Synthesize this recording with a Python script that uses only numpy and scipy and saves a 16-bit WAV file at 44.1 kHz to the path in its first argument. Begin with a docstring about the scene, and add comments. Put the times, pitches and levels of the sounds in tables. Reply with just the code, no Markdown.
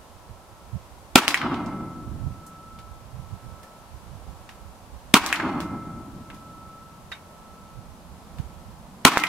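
"""Three shots on a snowy range

A carbine fires three times from a bench, overloading the microphone. Each bullet strikes a hanging
steel plate, fragments spatter, hard faces slap the bang back, and a slope and far hills roll it away.
The swinging plate rings with a slow beat, and is still singing from an earlier hit at the start.
Light wind puffs on the microphone over a far, low drone; between shots, handling makes soft clicks."""
import sys
import numpy as np
from scipy import signal
from scipy.fft import irfft, next_fast_len
from scipy.io import wavfile
from scipy.ndimage import map_coordinates

SR = 44100
rng = np.random.default_rng(int(sys.argv[2]) if len(sys.argv) > 2 else 0)


def master(y):
    """Save y as 16-bit WAV."""
    cut = np.clip(np.atleast_2d(y).T, -1, 1)
    pcm = np.round(cut * 32767)  # scale
    wavfile.write(sys.argv[1], SR, pcm.astype(np.int16))


N = 409248
TIME = np.arange(N) / SR


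def amp(db):
    """Turn decibels into a gain. A fade time (t60) is the seconds a sound takes to drop 60 dB."""
    return 10 ** (np.asarray(db) / 20)


def unit(x):
    """Scale to an average (rms) level of 1."""
    return x / np.sqrt(np.mean(x ** 2) + 1e-20)


def along(points, hz):
    """Read between (Hz, value) points on a log scale."""
    f, v = np.transpose(points)
    return np.interp(np.log(hz + 1), np.log(f + 1), v)


def clock(seconds):
    """Sample times for about this many seconds."""
    return np.arange(next_fast_len(int(seconds * SR))) / SR


def wobble(t, rate):
    """A smooth curve through `rate` random values a second."""
    return map_coordinates(rng.standard_normal(4096), [t * rate], mode="wrap")


# How alike left and right sound. Each row: frequency in Hz, likeness (1 is identical).
LIKENESS = [(60, 0.89), (130, 1), (290, .98), (640, 0.93), (1410, 0.99), (3100, 0), (7000, 0.15),
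            (15000, 0.72)]
def noise(t, gain, alike=LIKENESS):
    """Stereo noise with a given gain and likeness at each frequency."""
    hz = np.fft.rfftfreq(len(t), 1 / SR)
    turn = np.arccos(np.clip(along(alike, hz), -1, 1)) / 2
    phases = np.exp(2j * np.pi * rng.random((2, len(hz))))
    mid, side = irfft(phases * gain(hz) * [np.cos(turn), np.sin(turn)], len(t))
    return unit(np.array([mid + side, mid - side]))


def colour(points):
    """A tone shape from (Hz, dB) points."""
    return lambda hz: amp(along(points, hz))


def hump(centre_hz, octaves):
    """A tone shape with one broad peak."""
    return lambda hz: 1 / (1 + (np.log2((hz + 1) / centre_hz) / octaves) ** 2 / 2) ** 2


def add(out, s, sound):
    """Mix a sound in at s seconds."""
    start = round(s * SR)
    part = sound[:, max(-start, 0):max(N - start, 0)]
    out[:, max(start, 0):][:, :part.shape[1]] += part


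# The air's tone. Each row: frequency in Hz, relative level in dB.
AIR_TONE = [(25, -11), (90, -6), (160, -17.5), (220, -7), (440, -9.5), (580, -6), (680, -7), (1000, -6),
            (1250, -12), (1900, -19.5), (11500, -27), (15500, -34)]
# The air's stereo width. Each row: frequency in Hz, left-right likeness.
AIR_LIKENESS = [(60, 1), (180, 0.66), (550, 0.92), (1650, 0.23), (4970, 0.085), (15000, 0.0)]
def open_air(db=-50):
    """The even rush of open country."""
    return noise(TIME, colour(AIR_TONE), AIR_LIKENESS) * amp(db + 0.4 * wobble(TIME, 2.5))


def drone(hz=185, start_db=-63, nearing_per_s=0.09):
    """A far, low drone grows as it comes nearer."""
    distance = np.maximum(1 - nearing_per_s * TIME, .1)
    return noise(TIME, hump(hz, 0.4)) * amp(start_db) / distance


# The breeze's tone. Each row: frequency in Hz, relative level in dB.
BREEZE_TONE = [(20, -10.5), (60, 7), (110, 0), (180, -14.5), (280, -24), (600, -45.5), (2000, -83)]
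# Its rise and fall. Each row: time in seconds, relative level in dB.
BREEZE_LEVELS = [(0.0, -54), (1.47, -54), (1.6, -57), (2.22, -44), (2.56, -57.5), (2.82, -48.5),
                 (2.97, -47), (3.36, -50.5), (3.72, -58), (4.01, -50.5), (5.09, -48.5), (5.43, -56),
                 (5.66, -52.5), (7.39, -60), (8.58, -46), (9.28, -65)]
def breeze(boost_db=6, lump_db=2.5, sheltered_db=-15):
    """Wind rumbles on the microphone's right side; the left is sheltered."""
    rumble = noise(TIME, colour(BREEZE_TONE), [(100, .1)])
    db = np.interp(TIME, *np.transpose(BREEZE_LEVELS)) + boost_db + lump_db * wobble(TIME, 21)
    return rumble * amp(db) * amp([[sheltered_db], [0]])


# A puff's tone. Each row: frequency in Hz, relative level in dB.
PUFF_TONE = [(20, -15), (60, 4), (120, 3.5), (190, -7), (280, -23), (600, -54), (2000, -68.5)]
# The strongest puffs. Each row: peak time in seconds, level in dB, width in seconds.
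PUFFS = [(0.311, -30.5, .009), (0.753, -20.5, .012), (2.129, -31.5, 0.053), (2.257, -25, 0.039),
         (3.183, -32, 0.041), (3.336, -29.5, 0.022), (3.505, -33.5, 0.038), (3.948, -35.5, 0.012),
         (4.109, -36.5, 0.069), (4.302, -34, 0.029), (7.779, -37, .03), (8.402, -21, 0.0057)]
def wind_puffs(sheltered_db=-22):
    """Swirls of air thud on the microphone, mostly on the right."""
    out, t = np.zeros((2, N)), clock(.5)
    middle = t[-1] / 2
    for s, db, width in PUFFS:
        swell = np.exp(-((t - middle) / width) ** 2 / 2)
        swirl = unit(noise(t, colour(PUFF_TONE), [(100, 0.62)]) * swell) * np.sqrt(np.mean(swell ** 2))
        add(out, s - middle, swirl * amp(db) * amp([[sheltered_db], [0]]))
    return out


# The plate's notes; close pairs flutter. Each row: pitch in Hz, relative level in dB, fade in seconds.
PLATE_NOTES = [(1315, -34.5, 8.93), (1319.0, -56.5, 8.1), (1340, -44.5, 9), (1846, -62, 1.2),
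               (2093, -31.5, 1.3), (2410, -51, 1.7), (2552, -64, 1.7)]
# How it aims its ring, left then right. Each row: edge-on dip in dB, a power that delays the swell.
PLATE_AIM = [(-8, 2.1), (-18, 1.4)]
def plate(swing_hz=1.085, edge_on_s=0.836, doppler=.7, shimmer=.15, face_db=-2.5, earlier_hit_s=-2.664):
    """The struck steel rings as it swings, dipping each time it turns edge-on."""
    out, t = np.zeros((2, N)), clock(5)
    swing = swing_hz * (t - edge_on_s)
    facing = [amp(dip) + (1 - amp(dip)) * np.sin(np.pi * (swing % 1) ** late) for dip, late in PLATE_AIM]
    beam = amp(face_db) * np.array(facing) * (1 - np.exp(-t / .003))
    hits = [(s + delay, db) for s, _, db, delay, *_ in SHOTS]
    for s, hit_db in [(earlier_hit_s, 0)] + hits:
        # the swing and the moving air bend the notes, the high ones most
        bend = (doppler * np.sin(2 * np.pi * swing) + shimmer * wobble(t, 16)) / PLATE_NOTES[0][0]
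        ring = sum(amp(db - 60 * t / t60) * np.sin(2 * np.pi * hz * t + bend * hz)
                   for hz, db, t60 in PLATE_NOTES)
        add(out, s, amp(hit_db) * beam * ring)
    return out


def hammer(db=-23, t60=.025):
    """The hammer snaps onto the firing pin."""
    t = clock(.03)
    return noise(t, hump(2500, 1.8)) * amp(db - 60 * t / t60) * (1 - np.exp(-t / 0.00077))


# The muzzle gas's tone. Each row: frequency in Hz, relative level in dB.
GAS_TONE = [(30, -8.5), (120, -13.5), (300, 3), (500, -12.5), (750, 5), (1500, -8), (2400, 0.5), (2900, -5),
            (3300, 0.5), (4800, -8), (6900, -11.5), (8500, -10.5), (15000, -28)]
def blast(bark_db=-3, bark_hz=760, bark_t60=0.027, thump_db=3, thump_hz=255, thump_t60=0.033):
    """Gas bursts from the muzzle over a hollow bark and a low thump."""
    t = clock(.06)
    gas = noise(t, colour(GAS_TONE), [(300, .97), (2000, .75), (8000, .55)]) * amp(13.5 - 60 * t / .0115)
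    bark = noise(t, hump(bark_hz, 0.94)) * amp(bark_db - 60 * t / bark_t60)
    thump = np.sin(2 * np.pi * thump_hz * t + np.pi / 4) * amp(thump_db - 60 * t / thump_t60)
    return gas + bark + thump


# The nearest echo's tone. Each row: frequency in Hz, relative level in dB.
GROUND_TONE = [(40, -31), (120, -18.5), (285, -1), (600, -19.5), (1060, -0.5), (1380, -3), (1790, -15),
               (2400, -7), (5200, -17.5), (9000, -22.5), (15000, -30)]
def ground_echo(db=-16, hold_s=.031, t60=0.067):
    """The bang scatters off bench and ground, holds briefly, then dies."""
    t = clock(.2)
    fade = amp(db - 60 * np.maximum(t - hold_s, 0) / t60)
    return noise(t, colour(GROUND_TONE)) * fade * amp(0.5 * wobble(t, 400))


def roll(tone, fades, rise_s, lump_db, lump_rate):
    """Uneven land returns a lumpy echo; each frequency fades at its own speed."""
    t = clock(3)
    hz, age, bands = signal.stft(noise(t, colour(tone)), SR, nperseg=512)
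    bands *= amp(-60 * age / along(fades, hz)[:, None])
    tail = signal.istft(bands, SR, nperseg=512)[1][:, :len(t)]
    return tail * (1 - np.exp(-(t / rise_s) ** 2)) * amp(lump_db * wobble(t, lump_rate))


# The slope's tone. Each row: frequency in Hz, relative level in dB.
SLOPE_TONE = [(50, -24), (150, -9.5), (290, 3.5), (480, -15.5), (800, -1.5), (1250, -2), (1800, -6.5),
              (2400, -5), (4000, -12.5), (8000, -19.5), (15000, -27.5)]
# How long it lasts. Each row: frequency in Hz, fade in seconds.
SLOPE_FADES = [(200, 1), (1200, 1.9), (2500, 1.1), (5000, 0.95), (12000, .5)]
def slope_echo(db=-26):
    """The bang rolls back off the slope."""
    return amp(db) * roll(SLOPE_TONE, SLOPE_FADES, rise_s=0.042, lump_db=2.0, lump_rate=100)


# The shots. Each row: start in seconds, echo gain in dB, plate gain in dB, seconds until the strike
# is heard, strike gain in dB, strike pitch in Hz, spatter gain in dB, slap gain in dB.
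SHOTS = [(1.1565, 1.5, 0.7, .1237, 1, 2600, 0, 0), (5.14, 1.5, 1.4, .123, -9, 5000, -7, 1),
         (9.0503, 3.1, 11, .1221, -1, 1400, -3, -2)]
def gunshots(hammer_lead_s=.0028):
    """The hammer falls, the gun fires, and the ground and slope answer."""
    out = np.zeros((2, N))
    for s, echo_db, *_ in SHOTS:
        add(out, s - hammer_lead_s, hammer())
        add(out, s, blast())
        add(out, s, amp(echo_db) * ground_echo())
        add(out, s, amp(echo_db) * slope_echo())
    return out


def knocks(rows, spike_db=3, rattle_db=-2, scatter_db=-3, scatter_t60=.17, left_lag_s=.0001):
    """Each knock is a sharp spike, a short rattle and a wash of scattered sound."""
    out, t = np.zeros((2, N)), clock(.25)
    age = np.maximum(t - [[left_lag_s], [0]], 0)
    for s, db, hz, octaves, t60 in rows:
        progress = np.pi * hz * octaves * age  # a broader tone rises and dies sooner
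        spike = -np.sin(2 * np.pi * hz * age) * progress * np.exp(1 - progress) * amp(spike_db)
        tone, fade = hump(hz, octaves), amp(-60 * t / t60)
        rattle = unit(noise(t, tone, [(1500, 0.62), (8000, 0.25)]) * fade)
        rattle *= amp(rattle_db) * np.sqrt(np.mean(fade ** 2))
        scatter = noise(t, tone) * np.sqrt(t60 / scatter_t60) * amp(scatter_db - 60 * t / scatter_t60)
        onset = 1 - np.exp(-2 * hz * t)
        add(out, s, amp(db) * (spike + (rattle + scatter) * onset))
    return out


def bullet_strikes(octaves=1.2, t60=.003):
    """Each bullet cracks against the steel."""
    rows = [(s + delay, db, hz, octaves, t60) for s, _, _, delay, db, hz, *_ in SHOTS]
    return knocks(rows, rattle_db=-4, scatter_db=-8)


# The first bullet's whine: start in seconds, level in dB, lowest and highest starting pitch in Hz.
RICOCHET = (1.28, -36, 3900, 7001)
def ricochet(count=5, slowing=1.7, rise_s=0.078, t60=1.0, flutter=1.1):
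    """Spinning fragments whine, falling in pitch as the air slows them; higher ones are fainter."""
    out, t = np.zeros((2, N)), clock(.6)
    s, db, low_hz, high_hz = RICOCHET
    fade = amp(db - 60 * t / t60) * (1 - np.exp(-(t / rise_s) ** 2))
    for hz in np.geomspace(low_hz, high_hz, count):
        phase = 2 * np.pi * np.cumsum(hz / (1 + slowing * t)) / SR
        spin = flutter * np.array([wobble(t, 153), wobble(t, 151)])
        add(out, s, fade * (low_hz / hz) ** 2 * np.sin(phase + spin))
    return out


# Spent brass and loose metal. Each row: start in seconds, pitch in Hz, level in dB, fade in seconds.
PINGS = [(1.281, 5060, -37, .5), (3.631, 1760, -55, .25), (5.399, 4330, -50, .75), (5.37, 6780, -54, .5),
         (7.123, 3727, -29, .08), (7.123, 1560, -39, .08), (7.123, 2221, -48, .25)]
def pings(tumble_db=3, tumble_rate=70):
    """Small metal parts ring, flickering as they tumble."""
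    out, t = np.zeros((2, N)), clock(.6)
    for s, hz, db, t60 in PINGS:
        tumble, drift = np.reshape([wobble(t, tumble_rate) for _ in range(4)], (2, 2, -1))
        add(out, s, amp(db - 60 * t / t60 + tumble_db * tumble) * np.sin(2 * np.pi * hz * t + drift))
    return out


# Fragments landing. Each row: seconds after the strike, relative level in dB, pitch in Hz,
# width in octaves, fade in seconds.
SPATTER = [(.005, -19, 4500, 1.2, .02), (.026, -22, 2600, 1.1, .035)]
def spatter():
    """Bits of bullet land just after each strike."""
    return knocks([(s + delay + after, gain_db + db, *tone)
                   for s, _, _, delay, _, _, gain_db, _ in SHOTS for after, db, *tone in SPATTER])


# Sharp echoes. Each row: seconds after the shot, relative level in dB, pitch in Hz,
# width in octaves, fade in seconds.
SLAPS = [(.1870, -9.5, 2000, .45, .021), (.1872, -21, 6800, .9, .012), (.218, -25, 3300, .7, .025),
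         (.259, -19, 1550, .65, .025)]
def slaps():
    """Hard faces down the range slap each bang back."""
    return knocks([(s + after, gain_db + db, *tone)
                   for s, *_, gain_db in SHOTS for after, db, *tone in SLAPS])


# The hills' tone. Each row: frequency in Hz, relative level in dB.
HILL_TONE = [(30, -30), (70, -13), (140, -6.5), (250, 1), (330, -1), (470, -18.5), (780, -8.5),
             (1250, -1.5), (1800, -18), (3000, -22.5), (8000, -54)]
# How long it lasts. Each row: frequency in Hz, fade in seconds.
HILL_FADES = [(80, 5.3), (250, 2.3), (600, 1.96), (1200, 0.77), (2500, 0.86), (6000, 0.47)]
def hill_echoes(db=-22, delay_s=.21):
    """Far hills return each bang as a late, deep rumble."""
    out = np.zeros((2, N))
    for s, echo_db, *_ in SHOTS:
        rumble = roll(HILL_TONE, HILL_FADES, rise_s=0.069, lump_db=1.55, lump_rate=31)
        add(out, s + delay_s, amp(echo_db + db) * rumble)
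    return out


# Small clicks. Each row: start in seconds, relative level in dB, pitch in Hz, width in octaves,
# fade in seconds.
CLICKS = [(1.543, -37, 2880, 0.7, 0.024), (1.660, -50.5, 4850, .7, 0.068), (2.4646, -52.5, 8000, .7, 0.14),
          (2.788, -50.5, 2580, 1.2, 0.069), (3.631, -51.5, 2400, 2.3, .07), (4.4915, -41, 1840, 1.2, 0.032),
          (5.604, -28, 2200, 1.6, 0.01), (6.301, -41, 1770, 0.77, 0.033), (6.345, -52, 2450, 1.7, .06),
          (7.117, -35.5, 1700, 0.92, .08), (8.3855, -37.5, 1600, 1.7, 0.0067)]
def handling():
    """Spent cases and the handled gun click softly."""
    return knocks(CLICKS, spike_db=8, rattle_db=2, scatter_db=2.5, scatter_t60=0.21)


def scene():
    """Everything that reaches the microphone."""
    background = open_air() + drone() + breeze() + wind_puffs()
    shooting = plate() + gunshots() + bullet_strikes() + ricochet() + pings() + spatter()
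    return background + shooting + slaps() + hill_echoes() + handling()


def record(dry, top_hz=15800):
    """The recorder clips the loudest peaks and cuts the highest treble."""
    low_pass = signal.butter(16, top_hz, fs=SR, output="sos")
    return signal.sosfiltfilt(low_pass, np.clip(dry, -1, 1))


dry = scene()
out = record(dry)
master(out)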